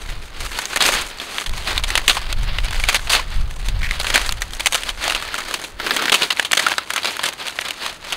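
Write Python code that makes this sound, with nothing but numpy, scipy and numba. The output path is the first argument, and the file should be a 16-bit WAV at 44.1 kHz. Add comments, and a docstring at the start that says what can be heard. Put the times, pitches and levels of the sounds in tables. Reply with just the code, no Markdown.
"""Dry leaves pulled off a stalk and crushed into a bundle.

Each crack is a sputtering burst of fibre fractures that rings the stiff blade. Countless small cracks
and rubbing make the rustle; the bundle drums dully under both, and leaf edges scrape now and then.
Wind buffets the microphone over a faint open-air hush."""
import sys
import numpy as np
from scipy import signal
from scipy.fft import rfft, irfft
from scipy.io import wavfile
from scipy.ndimage import uniform_filter1d
from numba import njit

SR = 44100
rng = np.random.default_rng(int(sys.argv[2]) if len(sys.argv) > 2 else 0)


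def int16_out(signal):
    """Quantize to a 16-bit WAV file."""
    q = np.round(np.clip(np.atleast_2d(signal).T, -1, 1) * 32767)
    wavfile.write(sys.argv[1], SR, q.astype(np.int16))


N = 359856

# Spectra of air, wind, bundle, blade and fibres. Each row: frequency in Hz, relative density in dB.
HUSH_SPECTRUM = [(30, -15), (65, 2), (100, -5.5), (300, -4.5), (1500, -7.5), (4500, -31), (5500, -31),
                 (15000, -62)]
WIND_SPECTRUM = [(8, -11), (20, -0.5), (35, -3.5), (70, -16), (130, -25), (200, -33), (400, -70)]
BUNDLE_SPECTRUM = [(80, -23), (200, -9), (450, 0.5), (800, -9.5), (1600, -27)]
BLADE_SPECTRUM = [(200, -31.5), (500, -1.5), (1400, -1.5), (2900, -1.5), (4500, -2.5), (5300, -11.5),
                  (7000, -54)]
FIBRE_SPECTRUM = [(4000, -26), (5400, -7.5), (6300, 0), (7200, -4), (9000, -3.5), (12000, -12),
                  (15800, -19.5)]
# Wind strength. Each row: time in seconds, level in dB.
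WIND_LEVELS = [(0.0, -35.5), (0.13, -23.5), (0.34, -36.5), (0.39, -23.5), (0.7, -45), (1.0, -30.5),
               (1.25, -48), (1.45, -49), (1.48, -20), (1.64, -24.5), (2.29, -24), (2.39, -14.5),
               (2.57, -21), (2.75, -19.5), (2.95, -28), (3.34, -25), (3.38, -11), (3.52, -25.5),
               (3.75, -16.5), (3.95, -25), (4.3, -23.5), (4.5, -30), (4.82, -38), (5.0, -30), (5.68, -50),
               (5.75, -32), (6.04, -52), (6.91, -72), (8.16, -44)]
# Low drumming of the bundle. Each row: time in seconds, gain in dB.
BUNDLE_GAINS = [(0, 1.5), (.9, 2), (3.0, -2), (5.2, -1), (5.6, 5.5), (5.95, 6.5), (6.3, 1.5), (8.16, -2)]
# One leaf edge sliding over another. Each row: start and length in seconds, level in dB, rasp in Hz.
SCRAPES = [(0.067, 0.06, -38, 2100), (3.808, 0.096, -28.5, 2050), (8.078, .05, -30.5, 3660)]
# Squeezes and pulls. Each row: start and length of the hold in seconds, rustle level in dB,
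# treble relative to that level in dB.
SQUEEZES = [(0.0, 0.12, -35.5, -8), (0.223, 0.047, -42, -5), (0.358, 0.012, -35, -10.5),
            (0.43, .17, -29, -8), (0.625, 0.12, -31, -5.5), (0.838, 0.045, -17.5, -8),
            (.925, 0.036, -22.5, -7), (0.988, 0.077, -32, -4), (1.107, .06, -37.5, -15),
            (1.198, 0.063, -35.5, -6), (1.318, 0.1, -29, -7.5), (1.552, 0.12, -30.5, -10.5),
            (1.673, 0.088, -26.5, -11), (1.866, 0.16, -30, -8.5), (2.112, 0.038, -24, -7),
            (2.188, 0.11, -31, -15), (2.383, 0.26, -36, -11.5), (2.631, 0.16, -28.5, -12.5),
            (2.78, .19, -28, -8.5), (2.997, .06, -36.5, -5), (3.105, 0.093, -24, -15),
            (3.3, 0.11, -36.5, -10), (3.486, 0.12, -41.5, -7), (3.658, 0.024, -32.5, -10),
            (3.817, 0.26, -31, -11.5), (4.042, .1, -28.5, -7.5), (4.148, 0.02, -20.5, -11.5),
            (4.194, 0.093, -26, -9), (4.415, 0.017, -33, -5), (4.527, .03, -36.5, -3),
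            (4.638, 0.034, -32.5, -3), (4.73, 0.096, -33, -3.5), (4.877, 0.025, -27.5, -10.5),
            (4.942, 0.054, -37, -9), (5.034, 0.14, -26, -9.5), (5.198, 0.41, -31, -9.5),
            (5.617, 0.073, -41.5, -3), (5.81, 0.064, -33, -13.5), (5.848, 0.25, -26.5, -9.5),
            (6.188, 0.062, -23, -8), (6.364, .06, -31.5, -8), (6.548, 0.087, -30, -3),
            (6.627, 0.1, -26, -8), (6.77, 0.077, -38, -12), (6.904, 0.26, -29.5, -9.5),
            (7.238, 0.027, -22, -9.5), (7.405, 0.13, -31.5, -10), (7.588, 0.12, -32, -7.5),
            (7.824, 0.047, -25, -12), (7.903, 0.052, -33, -10.5), (8.054, .12, -33, -11.5)]
# Loud cracks. Each row: start in seconds, level in dB, blade resonance in Hz,
# treble relative to the level in dB, T60 in seconds.
CRACKS = [(0.588, -13, 1660, -4.5, 0.037), (0.655, -25, 3800, 5, 0.018), (0.7304, -21.5, 1480, -17, 0.1),
          (0.7603, -10.5, 1950, -4.5, 0.046), (0.771, -19, 1970, -4, 0.025),
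          (0.8051, -9, 3480, -11.5, 0.091), (0.8215, -17, 3980, -6, 0.054),
          (0.838, -12.5, 2900, -10.5, 0.042), (0.8557, -8.5, 4500, -13, 0.026),
          (0.862, -15, 2230, -1, 0.078), (0.8886, -12, 560, -11, 0.047), (0.8999, -25, 1930, -3, 0.021),
          (0.95, -13, 1810, -8, 0.036), (1.1994, -19, 3450, -13, 0.03), (1.3816, -17.5, 3380, -12, 0.056),
          (1.4614, -17, 3180, -8.5, 0.045), (1.494, -21, 3740, -6, 0.013), (1.7783, -11, 3550, -8.5, 0.019),
          (1.8371, -13, 3560, -7, 0.046), (1.9033, -17.5, 2330, -4, 0.03), (1.954, -8.5, 3160, -6.5, 0.036),
          (1.9756, -8.5, 2340, -6, 0.032), (2.0792, -8, 2860, -2.5, 0.07), (2.0962, -7, 3560, -10, 0.063),
          (2.103, -22, 3060, -6, 0.072), (2.169, -15.5, 1070, -16, 0.069), (2.3267, -14.5, 3370, -8, 0.024),
          (2.5846, -12.5, 3200, -16.5, 0.027), (2.7976, -18, 2100, -8, 0.034),
          (2.838, -6.5, 2310, -9, 0.016), (2.8867, -9, 2530, -6.5, 0.081), (2.9448, -10, 2700, -5.5, 0.047),
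          (2.955, -21, 3500, -4, 0.053), (2.9615, -17, 3750, -10, 0.043), (2.9935, -20, 1430, -12, 0.026),
          (3.096, -12.5, 4730, -6, 0.14), (3.118, -21.5, 3800, 2, 0.25), (3.1312, -14, 2500, -13, 0.16),
          (3.1497, -11, 4350, -10, 0.037), (3.685, -18.5, 3590, -6, 0.04), (3.9096, -19, 2070, -8, 0.044),
          (3.9987, -16.5, 4120, -8, 0.06), (4.0124, -18, 4630, -11, 0.022), (4.0447, -16, 1620, -9, 0.038),
          (4.0667, -17, 2330, -8, 0.045), (4.1014, -6.5, 1110, -11, 0.02), (4.1418, -9, 2590, -6.5, 0.038),
          (4.149, -8.5, 2770, -6, 0.021), (4.1572, -5.5, 1680, -6, 0.035), (4.178, -10, 2400, -3, 0.0084),
          (4.292, -4, 3920, -12, 0.0055), (4.323, -16.5, 3720, 0, 0.017),
          (4.4192, -13.5, 1860, -4.5, 0.033), (4.5343, -19, 3830, -2, 0.021),
          (4.5963, -20.5, 2200, -4.5, 0.054), (4.6047, -13, 3740, -7, 0.022),
          (4.659, -8.5, 2270, -4, 0.038), (4.6683, -8, 3160, -2.5, 0.029), (4.7237, -11, 2870, -2, 0.012),
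          (4.7299, -11.5, 3630, -2.5, 0.036), (4.7453, -6.5, 3050, -4, 0.016),
          (4.7504, -13.5, 1410, -4, 0.056), (4.757, -18, 3670, -7, 0.022), (4.7783, -21, 4180, -8, 0.018),
          (4.834, -19, 3200, -6, 0.032), (4.8903, -10.5, 3230, -10.5, 0.02), (5.04, -22.5, 3050, -1, 0.049),
          (5.079, -11, 700, -4.5, 0.022), (5.0977, -12.5, 2760, -7, 0.015),
          (5.106, -16.5, 1690, -14, 0.027), (5.1485, -14, 2930, -8.5, 0.044), (5.224, -20, 1520, -8, 0.057),
          (5.2876, -24, 1790, -11, 0.027), (5.3423, -13, 1370, -7, 0.019), (5.3522, -18.5, 1870, -9, 0.021),
          (5.38, -19, 1330, -6, 0.072), (5.403, -22, 2000, -10, 0.043), (5.51, -15, 1250, -11, 0.024),
          (5.5397, -13.5, 2800, -5.5, 0.046), (5.6387, -24, 2920, -7.5, 0.097),
          (5.799, -14.5, 1360, -18, 0.035), (5.8644, -13, 1520, -13, 0.044),
          (5.908, -6.5, 1620, -20, 0.032), (5.9642, -14.5, 1520, 0.5, 0.022),
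          (5.9685, -16, 3000, -9, 0.025), (5.991, -17, 1330, -26, 0.12), (6.0223, -17, 1780, -4, 0.022),
          (6.056, -11, 1650, -7, 0.02), (6.08, -11.5, 1500, -21, 0.03), (6.096, -9, 3130, -11, 0.023),
          (6.1193, -9.5, 2900, -6, 0.1), (6.1258, -12, 3130, -11, 0.014), (6.1418, -10.5, 2780, -5, 0.11),
          (6.2196, -10, 2900, -13, 0.033), (6.231, -13, 3700, -8, 0.056), (6.2384, -14, 3630, -14, 0.03),
          (6.3039, -8, 2840, -15, 0.052), (6.3188, -23, 4080, -4, 0.047), (6.3269, -13.5, 4140, -10, 0.022),
          (6.371, -18, 2350, -15, 0.023), (6.396, -6, 1540, -8.5, 0.021), (6.4253, -18, 1920, -5, 0.03),
          (6.448, -17.5, 3280, -6, 0.086), (6.5123, -17.5, 2410, -19, 0.028),
          (6.5186, -14, 4240, 2.5, 0.0079), (6.5312, -4.5, 2170, -6, 0.026),
          (6.5706, -8, 3400, -7.5, 0.064), (6.5933, -7.5, 1800, -6.5, 0.041),
          (6.6642, -9, 1360, -12, 0.057), (6.6843, -13, 795, -7, 0.017), (6.6954, -18, 2480, -12, 0.036),
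          (6.709, -19, 1540, -7, 0.034), (6.7174, -19, 2300, -15, 0.019), (6.7279, -20.5, 2920, -9, 0.022),
          (6.7383, -19, 1450, -17, 0.014), (6.7813, -8.5, 1340, -12, 0.035),
          (6.9038, -10.5, 1440, -7.5, 0.027), (6.9355, -19, 1630, -2, 0.043),
          (6.9607, -12.5, 1370, -6.5, 0.042), (6.9785, -14, 2640, -12, 0.038),
          (7.0316, -18, 4490, -12, 0.041), (7.0462, -14.5, 2590, -13, 0.061),
          (7.0558, -19, 3970, -8, 0.036), (7.071, -17, 4190, -7.5, 0.073), (7.1674, -21, 1430, -2, 0.017),
          (7.193, -13, 1060, -15, 0.026), (7.2386, -13, 1680, -7, 0.032), (7.257, -19, 2740, -4, 0.1),
          (7.287, -20.5, 2820, -2, 0.022), (7.3262, -21.5, 3070, -15, 0.018),
          (7.476, -20, 3100, -17, 0.018), (7.482, -13.5, 3170, -7.5, 0.022),
          (7.5886, -6.5, 1770, -29, 0.014), (7.6183, -21, 2260, -19, 0.039), (7.684, -20, 3440, -6, 0.033),
          (7.707, -16.5, 2650, -6, 0.023), (7.8627, -13, 2580, -5.5, 0.025), (8.123, -14, 3040, -6, 0.055)]


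def undb(db):
    return 10 ** (np.asarray(db) / 20)


def curve(points):
    """(Seconds, value) points interpolated to every sample."""
    return np.interp(np.arange(N) / SR, *np.transpose(points))


def colour(x, spectrum):
    """Minimum-phase filter that keeps the power of white noise."""
    hz, db = np.transpose(spectrum)
    gain = undb(np.interp(np.log(np.linspace(1, SR / 2, 4097)), np.log(hz), db))
    cepstrum = irfft(np.log(gain / np.sqrt(np.mean(gain ** 2))))
    cepstrum[1:4096] *= 2
    cepstrum[4097:] = 0
    return signal.fftconvolve(x, irfft(np.exp(rfft(cepstrum))))[:N]


def wander(rate_hz):
    """Random steps, smoothed twice; unit deviation."""
    width = int(SR / rate_hz)
    steps = np.repeat(rng.standard_normal(N // width + 1), width)
    smooth = uniform_filter1d(uniform_filter1d(steps, width), width)[:N]
    return smooth / np.std(smooth)


def fractures(sputter_db, rate_hz):
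    """Two noises whose strength jumps together as single fibres let go."""
    noise = rng.standard_normal((2, N)) * undb(sputter_db * wander(rate_hz))
    return noise / np.std(noise)


@njit
def bursts(start_s, blade_gain, hz, fibre_gain, t60_s, noise, hold, q, ring, snap):
    """Each burst snaps, holds and decays, ringing the blade; the fibre treble dies sooner."""
    blade, fibre = np.zeros(N), np.zeros(N)
    for e in range(len(start_s)):
        start = int(start_s[e] * SR)
        tau_samples = t60_s[e] * SR / np.log(1000)
        g = np.tan(np.pi * hz[e] / SR)  # state-variable band-pass
        band_gain = ring * np.sqrt(1 + q / g) / q
        band_state, low_state, envelope = 0., 0., 1.
        for n in range(min(int(6 * tau_samples), N - start)):
            i = start + n
            if n > hold * tau_samples:
                envelope *= 1 - 1 / tau_samples
            onset = min(1., (n + 1) / 6) * (.75 + snap * np.exp(-n / 30))  # first fibre breaks hardest
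            drive = onset * envelope * noise[0, i]
            band = (band_state + g * (drive - low_state)) / (1 + g * (g + 1 / q))
            band_state, low_state = 2 * band - band_state, low_state + 2 * g * band
            blade[i] += blade_gain[e] * (drive + band_gain * band) / np.sqrt(1 + 4 * ring ** 2)
            fibre[i] += fibre_gain[e] * onset * envelope ** 1.2 * noise[1, i]
    return blade, fibre


def hush(level_db=-45):
    """Faint, steady open-air noise."""
    return undb(level_db) * colour(rng.standard_normal(N), HUSH_SPECTRUM)


def wind(lurch_db=1.8):
    """Eddies press on the microphone: deep rumble that lurches in strength."""
    level_db = curve(WIND_LEVELS) + lurch_db * wander(rate_hz=14)
    return undb(level_db) * colour(rng.standard_normal(N), WIND_SPECTRUM)


def scrapes():
    """Stick-slip noise through one narrow resonance of the sliding edge."""
    out = np.zeros(N)
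    friction = fractures(sputter_db=4.9, rate_hz=300)[0]
    for start_s, length_s, db, hz in SCRAPES:
        rasp = signal.lfilter(*signal.iirpeak(hz, Q=5, fs=SR), friction)
        progress = ((np.arange(N) / SR - start_s) / length_s).clip(0, 1)
        swell = np.sqrt(np.sin(np.pi * progress).clip(0))
        out += undb(db) * swell * rasp / np.std(rasp)
    return out


def bundle(crack_blade, rustle_blade):
    """Bunched leaves and stalk drum dully under cracks and rustle."""
    drive = undb(-14) * crack_blade + undb(-11) * rustle_blade
    return colour(undb(curve(BUNDLE_GAINS)) * drive, BUNDLE_SPECTRUM)


def handling(attack_db_per_s=298, release_db_per_s=224, idle_db=-45.5, idle_treble_db=-12.5):
    """Blade and fibre gains: each squeeze swells, holds and settles to an idle stir."""
    t = np.arange(N) / SR
    blade_power, fibre_power = undb(idle_db) ** 2, undb(idle_db + idle_treble_db) ** 2
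    for start_s, hold_s, db, treble_db in SQUEEZES:
        attack_db = attack_db_per_s * (start_s - t).clip(0)
        release_db = release_db_per_s * (t - start_s - hold_s).clip(0)
        power = undb(db - attack_db - release_db) ** 2
        blade_power += power
        fibre_power += power * undb(treble_db) ** 2
    return np.sqrt(blade_power), np.sqrt(fibre_power)


def rustle(count=3200):
    """Small random cracks over rubbing noise, both following the hands."""
    when, size, pitch, brightness, decay = rng.random((count, 5)).T
    size_db = -6 - 3 * np.log(size).clip(-3.5, 0)  # many faint, few strong
    hz = 900 * 2 ** (2.64 * pitch)
    treble_db = 21 * (brightness - .5)
    t60_s = 0.0033 + 0.037 * decay ** 2
    blade, fibre = bursts(when * N / SR, undb(size_db), hz, undb(size_db + treble_db), t60_s,
                          fractures(sputter_db=0.99, rate_hz=800), hold=0.17, q=11., ring=0.24, snap=0.19)
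    rub_db = -4.5 + 2.15 * wander(45)
    flicker_db = np.array([4.05 * wander(30), 1.7 * wander(30)])
    blade_rub, fibre_rub = undb(rub_db + flicker_db) * rng.standard_normal((2, N))
    blade, fibre = blade + blade_rub, fibre + fibre_rub
    blade_gain, fibre_gain = handling()
    return blade_gain * blade / np.std(blade), fibre_gain * fibre / np.std(fibre)


def cracks():
    """Loud snaps and tears, each ringing the blade at its own hollow pitch."""
    start_s, db, hz, treble_db, t60_s = np.transpose(CRACKS)
    noise = fractures(sputter_db=2.5, rate_hz=900)
    return bursts(start_s, undb(db), hz, undb(db + treble_db), t60_s, noise,
                  hold=0.22, q=3.9, ring=0.35, snap=0.26)


def scene():
    crack_blade, crack_fibre = cracks()
    rustle_blade, rustle_fibre = rustle()
    blades = colour(crack_blade + rustle_blade, BLADE_SPECTRUM)
    fibres = colour(crack_fibre + rustle_fibre, FIBRE_SPECTRUM)
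    return (hush() + scrapes() + wind() + bundle(crack_blade, rustle_blade) + blades + fibres)[None]


def record(dry, ceiling=0.97, cutoff_hz=15700):
    """Hard limit on the loudest snaps, then a steep low-pass."""
    lowpass = signal.ellip(12, .2, 85, cutoff_hz, fs=SR, output="sos")
    return signal.sosfilt(lowpass, np.clip(dry, -ceiling, ceiling))


dry = scene()
out = record(dry)
int16_out(out)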